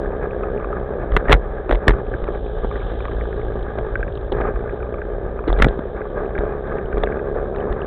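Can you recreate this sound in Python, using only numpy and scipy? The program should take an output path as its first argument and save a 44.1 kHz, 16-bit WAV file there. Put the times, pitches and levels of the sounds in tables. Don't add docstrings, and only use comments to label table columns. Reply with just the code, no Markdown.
import sys
import numpy as np
from scipy import signal
from scipy.fft import rfft, irfft, next_fast_len
from scipy.io import wavfile
from scipy.ndimage import map_coordinates

SR = 44100
rng = np.random.default_rng(int(sys.argv[2]) if len(sys.argv) > 2 else 0)


def invert_db(x):
    u = np.asarray(x, float) / 20
    return 10 ** u


def wrap_up_sound(samples):
    columns = np.atleast_2d(samples).T
    tamed = np.clip(columns, -1, 1)
    steps = np.round(tamed * 32767).astype(np.int16)
    wavfile.write(sys.argv[1], SR, steps)


N = 346626


def along(points, hz):
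    point_hz, db = np.transpose(points)
    return np.interp(np.log(hz + 1), np.log(point_hz + 1), db)


def curves(rows):
    s, *columns = np.transpose(rows)
    return [np.interp(np.arange(N) / SR, s, column) for column in columns]


def unit(x):
    return x / np.sqrt(np.mean(x ** 2) + 1e-20)


def wobble(rate):
    knots = rng.standard_normal(int(N * rate / SR) + 4)
    return map_coordinates(knots, [np.arange(N) * rate / SR])


def coloured(x, points):
    size = next_fast_len(N + 16384)
    gain = invert_db(along(points, np.fft.rfftfreq(size, 1 / SR)))
    cepstrum = irfft(np.log(gain + 1e-7), size)
    cepstrum[1:size // 2] *= 2
    cepstrum[size // 2 + 1:] = 0
    return irfft(rfft(x, size) * np.exp(rfft(cepstrum)), size)[:N]


def band_noise(hz, octaves, size):
    f = np.fft.rfftfreq(size, 1 / SR) + 1
    bell = np.exp(-(np.log2(f / hz) / octaves) ** 2)
    return unit(irfft(rfft(rng.standard_normal(size)) * bell, size))


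def contacts(rows, ring, octaves, rise):
    out, t = np.zeros(N + SR), np.arange(4096) / SR
    for s, db, hz, t60 in rows:
        puff = band_noise(hz, octaves, size=len(t)) * invert_db(-45 * t / t60)
        wave = ring * np.sin(2 * np.pi * hz * t) + puff
        envelope = invert_db(db - 60 * t / t60) * (1 - np.exp(-t / rise))
        out[round(s * SR):][:len(t)] += envelope * wave
    return out[:N]


def ticks(rows, octaves):
    clicks = [(s, db - 1.5, hz, .025) for s, db, hz in rows]
    return contacts(clicks, ring=0.24, octaves=octaves, rise=0.0009)


# start in seconds, peak in dB, pitch in Hz.
GRIT_TICKS = [(0.2354, -54, 2300), (0.3087, -33.5, 2240), (0.5746, -31, 2250), (2.0675, -40, 2390),
              (2.4648, -44, 2380), (2.803, -31, 2180), (3.3653, -39, 3580), (3.5923, -39.5, 3370),
              (3.628, -36.5, 3460), (4.1235, -38.5, 3530), (4.1535, -33.5, 3400), (4.1729, -31.5, 3330),
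              (4.2119, -42.5, 3650), (6.2567, -38, 2420), (6.674, -46, 3530), (6.8575, -41, 2920),
              (7.0624, -29, 2200), (7.5844, -37, 2280), (7.6036, -34, 3100), (7.817, -34, 2700)]


def grit_ticks():
    return ticks(GRIT_TICKS, octaves=0.26)


# start in seconds, peak in dB.
HINGE_RATTLES = [(0.434, -18.5), (0.599, -23), (0.6445, -17.5), (0.7272, -15.5), (0.791, -33.5),
                 (1.9358, -19), (1.9842, -26), (2.2396, -33), (2.2785, -22.5), (2.3314, -31), (2.7126, -22),
                 (2.8178, -23.5), (3.0044, -19), (3.0518, -24), (3.0822, -21), (4.3254, -26.5),
                 (4.4775, -18), (4.72, -33.5), (4.8272, -22.5), (4.8672, -25.5), (4.9415, -24),
                 (4.9824, -20.5), (5.39, -22), (5.4399, -26.5), (6.0051, -29), (6.4521, -25),
                 (6.9704, -20.5), (7.0377, -24.5), (7.5471, -22), (7.7421, -34)]
# start in seconds, peak in dB.
CLASP_RATTLES = [(0.0579, -31.5), (2.1385, -22), (2.3486, -25.5), (2.756, -21), (3.1171, -26),
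                 (3.2099, -18), (3.3277, -23.5), (3.4145, -25.5), (3.955, -12), (4.0046, -28),
                 (4.0286, -14.5), (4.0779, -25.5), (4.4157, -18), (4.6945, -24), (4.8018, -22.5),
                 (5.0173, -20.5), (5.366, -31), (5.5623, -22), (5.9677, -28.5), (6.0157, -22.5),
                 (6.3523, -16.5), (6.3792, -16.5), (6.7838, -19.5), (6.9265, -18), (7.0707, -17),
                 (7.1041, -31.5), (7.1221, -21.5), (7.145, -26), (7.1694, -29), (7.1919, -19.5)]


def rattles():
    hinge_hz, clasp_hz, case_hz = 1204, 1600, 2263
    pitch_scatter = 0.024
    rings, case = [], []
    for rows, part_hz in ((HINGE_RATTLES, hinge_hz), (CLASP_RATTLES, clasp_hz)):
        for s, db in rows:
            part_detune, case_detune = np.exp(pitch_scatter * rng.standard_normal(2))
            rings.append((s, db, part_hz * part_detune, 0.026))
            case.append((s, db - 11.5, case_hz * case_detune))
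    return contacts(rings, ring=1.0, octaves=.35, rise=0.0016) + ticks(case, octaves=.13)


# start in seconds,
# peak in dB, pitch in Hz.
WHEEL_KNOCKS = [(0.13, -18, 427), (0.426, -17, 411), (0.705, -16, 430), (1.034, -15, 410),
                (1.697, -10.5, 380), (2.139, -20, 345), (2.908, -26, 410), (3.65, -20, 420),
                (3.783, -14.5, 375), (4.319, -8, 410), (4.358, -18.5, 135), (4.43, -19.5, 132),
                (4.732, -14.5, 412), (4.938, -28, 393.2), (5.476, -10, 331), (5.613, -13.5, 142.2),
                (5.651, -8, 136.4), (6.171, -20.5, 567), (6.628, -23, 408), (7.035, -8.5, 431),
                (7.316, -27, 450), (7.36, -14, 450), (7.585, -14.5, 423), (7.672, -19, 524)]


def wheel_knocks():
    return contacts([(*row, .06) for row in WHEEL_KNOCKS], ring=1.0, octaves=0.94, rise=0.0025)


# start in seconds,
# peak in dB, thud against it in dB, bright edge against it in dB, length in seconds.
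STRIKES = [(1.165, -3.5, 2.5, -11, 0.0029), (1.1679, -9, 10.5, -13, 0.0043),
           (1.282, -16, -5, -40, 0.0056), (1.2943, -17, 12.5, -23.5, 0.0064),
           (1.3045, -16.5, 15, -19.5, 0.0065), (1.312, -12.5, 17, -23, 0.0044),
           (1.3201, -1.5, 2.5, -11, 0.0035), (1.3264, 6, 0.5, -11, 0.0043),
           (1.338, -8.5, 6, -17, 0.0034), (1.346, -21, 13.5, -22, 0.0058),
           (1.694, -9.5, 14, -18, 0.00081), (1.709, -16, 11.5, -13, 0.0061),
           (1.724, -12.5, 7, -10.5, 0.0019), (1.8804, 3.5, 5, -35, 0.0029),
           (1.892, -14.5, 14.5, -17, 0.0054), (1.9058, -15.5, 14.5, -16, 0.004),
           (4.3205, -31.5, 14.5, 1, 0.0062), (5.477, -29.5, 7, -0.5, 0.0044),
           (5.528, -27, 28.5, 5.5, 0.0016), (5.597, -22, 14, -28, 0.011),
           (5.6214, 4.5, -1.5, -13, 0.0035), (5.6442, -3.5, 4.5, -22, 0.0032),
           (5.684, -30.5, 29, 1, 0.0044), (7.0346, -19, 16.5, -5, 0.0035)]
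# start in seconds, peak in dB,
# thud against it in dB.
FURTHER_STRIKES = [(1.119, -26.5, 13), (1.138, -31, 6), (1.151, -33.5, 19.5), (1.359, -36, 13),
                   (1.364, -33, 12), (1.728, -27, 26), (1.7354, -26, 10), (1.747, -26, 21),
                   (1.7533, -20.5, 12), (1.872, -28, 25.5), (1.918, -28, 4), (2.24, -30, 22),
                   (2.646, -29.5, 27.5), (3.053, -25.5, 16), (3.786, -27, 19.5), (4.41, -26, 21),
                   (5.4828, -21.5, 15.5), (5.492, -26.5, 1), (5.501, -27, 21), (5.574, -33, 19),
                   (5.588, -19.5, 1), (5.613, -29, 19), (5.635, -23, 0), (5.667, -31.5, 33),
                   (5.791, -31, 27.5), (6.387, -24.5, 17), (6.979, -27.5, 22), (7.56, -27.5, -10),
                   (7.725, -24, 6)]


def mount_strikes():
    shared_edge_db, shared_s = -14, 0.0035
    tail_db, tail_t60 = -21, 0.037
    out, t = np.zeros(N + SR), np.arange(2048) / SR
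    further = [(*row, shared_edge_db, shared_s) for row in FURTHER_STRIKES]
    for s, db, thud_db, edge_db, length in [*STRIKES, *further]:
        thud = invert_db(thud_db - 7) * band_noise(310, 1.3, size=len(t))
        core = invert_db(-4.5) * band_noise(1904, .2, size=len(t))
        body = band_noise(1150, 0.83, size=len(t)) + core
        edge = invert_db(edge_db) * band_noise(3450, .3, size=len(t))
        hold = (1 - np.exp(-t / 0.00092)) * np.exp(-(t / length) ** 2)
        chatter = np.abs(band_noise(110, 0.74, size=len(t))) ** 1.7
        tail = invert_db(tail_db - 60 * t / tail_t60) * chatter * (t > length)
        out[round(s * SR):][:len(t)] += invert_db(db - 1.0) * (hold + tail) * (thud + body + edge)
    return out[:N]


# start in seconds, swing of the slow mode,
# swing of the quick mode, both against full scale 1.
DECK_PUSHES = [(1.122, 0.35, -0.01), (1.1447, 0.21, 0.12), (1.1673, -0.38, -0.03), (1.2816, 0.29, 0.04),
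               (1.2952, -0.33, 0.23), (1.3279, -0.8, 0.24), (1.3333, 0.63, 0.32), (1.3515, 0.2, -0.2),
               (1.7107, -0.26, 0.03), (1.7234, 0.32, 0.04), (1.7497, 0.19, 0.05), (1.8803, -0.51, 0.21),
               (1.8884, 0.3, 0.2), (1.9057, -0.32, 0.13), (1.9492, 0.17, -0.06), (2.2259, 0.2, 0.06),
               (3.2109, -0.14, 0.02), (5.4921, 0.35, 0.01), (5.5166, 0.28, -0.03), (5.541, 0.18, 0.01),
               (5.5746, -0.21, 0.05), (5.6082, 0.4, -0.07), (5.6317, 0.42, 0.0), (5.6825, -0.22, -0.01),
               (6.3873, -0.22, 0.0), (6.849, 0.13, 0.09), (6.937, -0.19, -0.03), (6.9678, 0.17, 0.05),
               (7.0259, 0.17, 0.05), (7.7034, -0.19, -0.03)]
# pitch in Hz, decay by 60 dB in seconds.
DECK_MODES = [
    (45, .22),
    (125, .05),
]


def deck_bounce():
    s, *swings = np.transpose(DECK_PUSHES)
    t = np.arange(SR // 2) / SR
    pushes = [np.bincount((s * SR).astype(int), swing, N) for swing in swings]
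    rings = [np.sin(2 * np.pi * hz * t) * invert_db(-60 * t / t60) for hz, t60 in DECK_MODES]
    return signal.fftconvolve(pushes, rings, axes=1).sum(0)[:N]


# start in seconds, length in seconds, extra roughness in dB.
BROKEN_PAVING = [(0.588, 0.078, 0), (1.238, 0.15, 2), (1.75, 0.12, 1), (1.933, .08, 2.5),
                 (2.115, 0.054, 1.5), (2.279, 0.033, 2), (2.338, 0.02, 3), (2.729, 0.053, 1.5),
                 (2.997, 0.067, 0), (3.774, .14, 2), (4.329, .18, 4.5), (5.489, 0.24, 2.5), (6.152, .11, 3),
                 (6.368, 0.17, 2.5), (6.659, 0.12, 2), (6.913, 0.22, 1)]


def broken_paving():
    t = np.arange(N) / SR

    def step(s):
        return (1 + np.tanh((t - s) / .008)) / 2

    return sum(db * (step(s) - step(s + length)) for s, length, db in BROKEN_PAVING)


def loose_grains(rate, size_db):
    place, chance = rng.random((int(rate * N / SR), 2)).T
    size = invert_db(-size_db * np.log(1 - chance))
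    return unit(np.bincount((place * N).astype(int), size, N))


# time in seconds, joints per second,
# thump strength against the stone grain in dB.
BLOCK_JOINTS = [(0, 67.3, 1.5), (.7, 63.6, 1.5), (1.1, 66, 1), (1.55, 64, 0), (2, 61, 0), (2.25, 57.6, 1),
                (3, 56.5, 1), (3.5, 56.4, 1.5), (3.8, 53.7, 0), (4.05, 55.5, 0), (4.6, 59, 1.5),
                (5.03, 62, 1.5), (5.85, 63, 0), (6.3, 69.5, 1), (6.83, 68.6, 1), (7.07, 70.3, 3.5),
                (7.55, 70.3, 4), (7.86, 75, 2.5)]


def joint_thumps(scatter, size_db):
    rate, strength_db = curves(BLOCK_JOINTS)
    count = np.cumsum(rate) / SR
    late, uneven = rng.standard_normal((int(count[-1]), 2)).T
    at = np.interp(np.arange(len(late)) + scatter * late, count, np.arange(N)).astype(int)
    return invert_db(strength_db) * unit(np.bincount(at, invert_db(size_db * uneven), N))


def stir(hits):
    t = np.arange(2000) / .0022 / SR
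    shape = t * np.exp(-t)
    return signal.fftconvolve(hits, shape / shape.sum())[:N]


# time in seconds, load in dB.
MOTOR_LOAD = [
    (0.0, -66.5),
    (1.73, -66.5),
    (2.89, -53.5),
    (3.63, -62),
    (5.36, -67.5),
    (5.69, -62.5),
    (5.95, -65),
    (7.86, -67),
]
# frequency in Hz, level in dB.
WHIRR_COLOUR = [(1470, -37.5), (2500, -7.5), (2870, -9), (3040, -1), (3480, 0.5), (3600, 1), (3940, -2),
                (5120, -42), (8670, -120)]


def belt_whirr(joint, crackle, rough_db):
    load_db, = curves(MOTOR_LOAD)
    drive = (3.2 + joint + .4 * crackle) * rng.standard_normal(N)
    whirr = coloured(invert_db(0.98 * wobble(30)) * drive, WHIRR_COLOUR)
    return invert_db(1 + .4 * rough_db + load_db) * unit(whirr)


# frequency in Hz, level in dB.
BUZZ_COLOUR = [(470, -14.5), (800, 3), (935, -6.5), (1080, -6), (1200, 2), (1390, -7.5), (1650, 0),
               (1880, -13), (2310, -21), (2500, -24), (2680, -33.5), (3770, -73), (6380, -120)]


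def truck_buzz(kicks, joint, crackle, swell, rough_db, patch_db):
    drive = (2.7 + joint + crackle) * rng.standard_normal(N) + .5 * kicks
    buzz = coloured(invert_db(0.24 * swell + 2.3 * wobble(35)) * drive, BUZZ_COLOUR)
    return invert_db(-39 + 1.8 * rough_db + (0.85 - 1) * patch_db) * unit(buzz)


# frequency in Hz, level in dB.
DRUM_COLOUR = [(47, -59.5), (80, -11.5), (127, -6.5), (267, -10.5), (305, -13), (333, -6), (419, 2),
               (457, -3.5), (570, -5), (933, -22.5), (1100, -24.5), (1430, -45.5), (2420, -120)]


def wheel_drum(kicks, joint, swell, rough_db):
    drive = (.9 + .5 * joint) * rng.standard_normal(N) + 1.15 * kicks
    drum = coloured(invert_db(.9 * swell) * drive, DRUM_COLOUR)
    return invert_db(-28 + 1.26 * rough_db) * unit(drum)


# frequency in Hz, level in dB.
SHAKE_COLOUR = [(12, -33.5), (20, -0.5), (44, 7.5), (67, -5.5), (87, -5.5), (130, -12), (170, -34),
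                (290, -120)]


def deck_shake(kicks, rough_db):
    cruise_rate = 61
    skim_db = 0.29 * (curves(BLOCK_JOINTS)[0] - cruise_rate)
    shake = coloured(invert_db(.8 * wobble(9)) * rng.standard_normal(N) + 1.1 * kicks, SHAKE_COLOUR)
    return invert_db(-27.5 + 0.2 * rough_db - skim_db) * unit(shake)


# time in seconds, roughness in dB.
PAVING = [(0.0, -26.5), (1.31, -27.5), (1.64, -29), (2.06, -28), (2.49, -29), (2.8, -28.5), (3.74, -28),
          (4.23, -29.5), (4.46, -28), (4.95, -28.5), (7.49, -27.5), (7.86, -26.5)]


def rolling():
    surface_db, = curves(PAVING)
    patch_db = broken_paving()
    rough_db = surface_db - surface_db.mean() + patch_db
    kicks = joint_thumps(scatter=.04, size_db=1.6)
    joint = 18 * stir(kicks)
    crackle = 11 * stir(loose_grains(rate=110, size_db=5)) * invert_db(0.72 * patch_db)
    swell = wobble(14)
    whirr = belt_whirr(joint, crackle, rough_db)
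    buzz = truck_buzz(kicks, joint, crackle, swell, rough_db, patch_db)
    drum = wheel_drum(kicks, joint, swell, rough_db)
    return whirr + buzz + drum + deck_shake(kicks, rough_db)


def scene():
    small_parts = grit_ticks() + rattles() + wheel_knocks()
    return (small_parts + mount_strikes() + deck_bounce() + rolling())[None]


def low_pass(x):
    return signal.sosfilt(signal.butter(12, 15650, fs=SR, output="sos"), x)


# frequency in Hz, level in dB.
CAMERA_BAND = [(1500, 0.5), (2200, -1), (2750, 2), (3700, 1), (4100, -6), (4350, -7), (4650, -55),
               (4800, -120)]


def record(dry):
    saturated = dry / (1 + np.abs(dry / .725) ** 9) ** (1 / 9)
    band_gain = invert_db(along(CAMERA_BAND, np.fft.rfftfreq(N, 1 / SR)))
    narrow = irfft(rfft(saturated) * band_gain, N)
    return low_pass(np.clip(narrow, -.71, .71))


dry = scene()
out = record(dry)
wrap_up_sound(out)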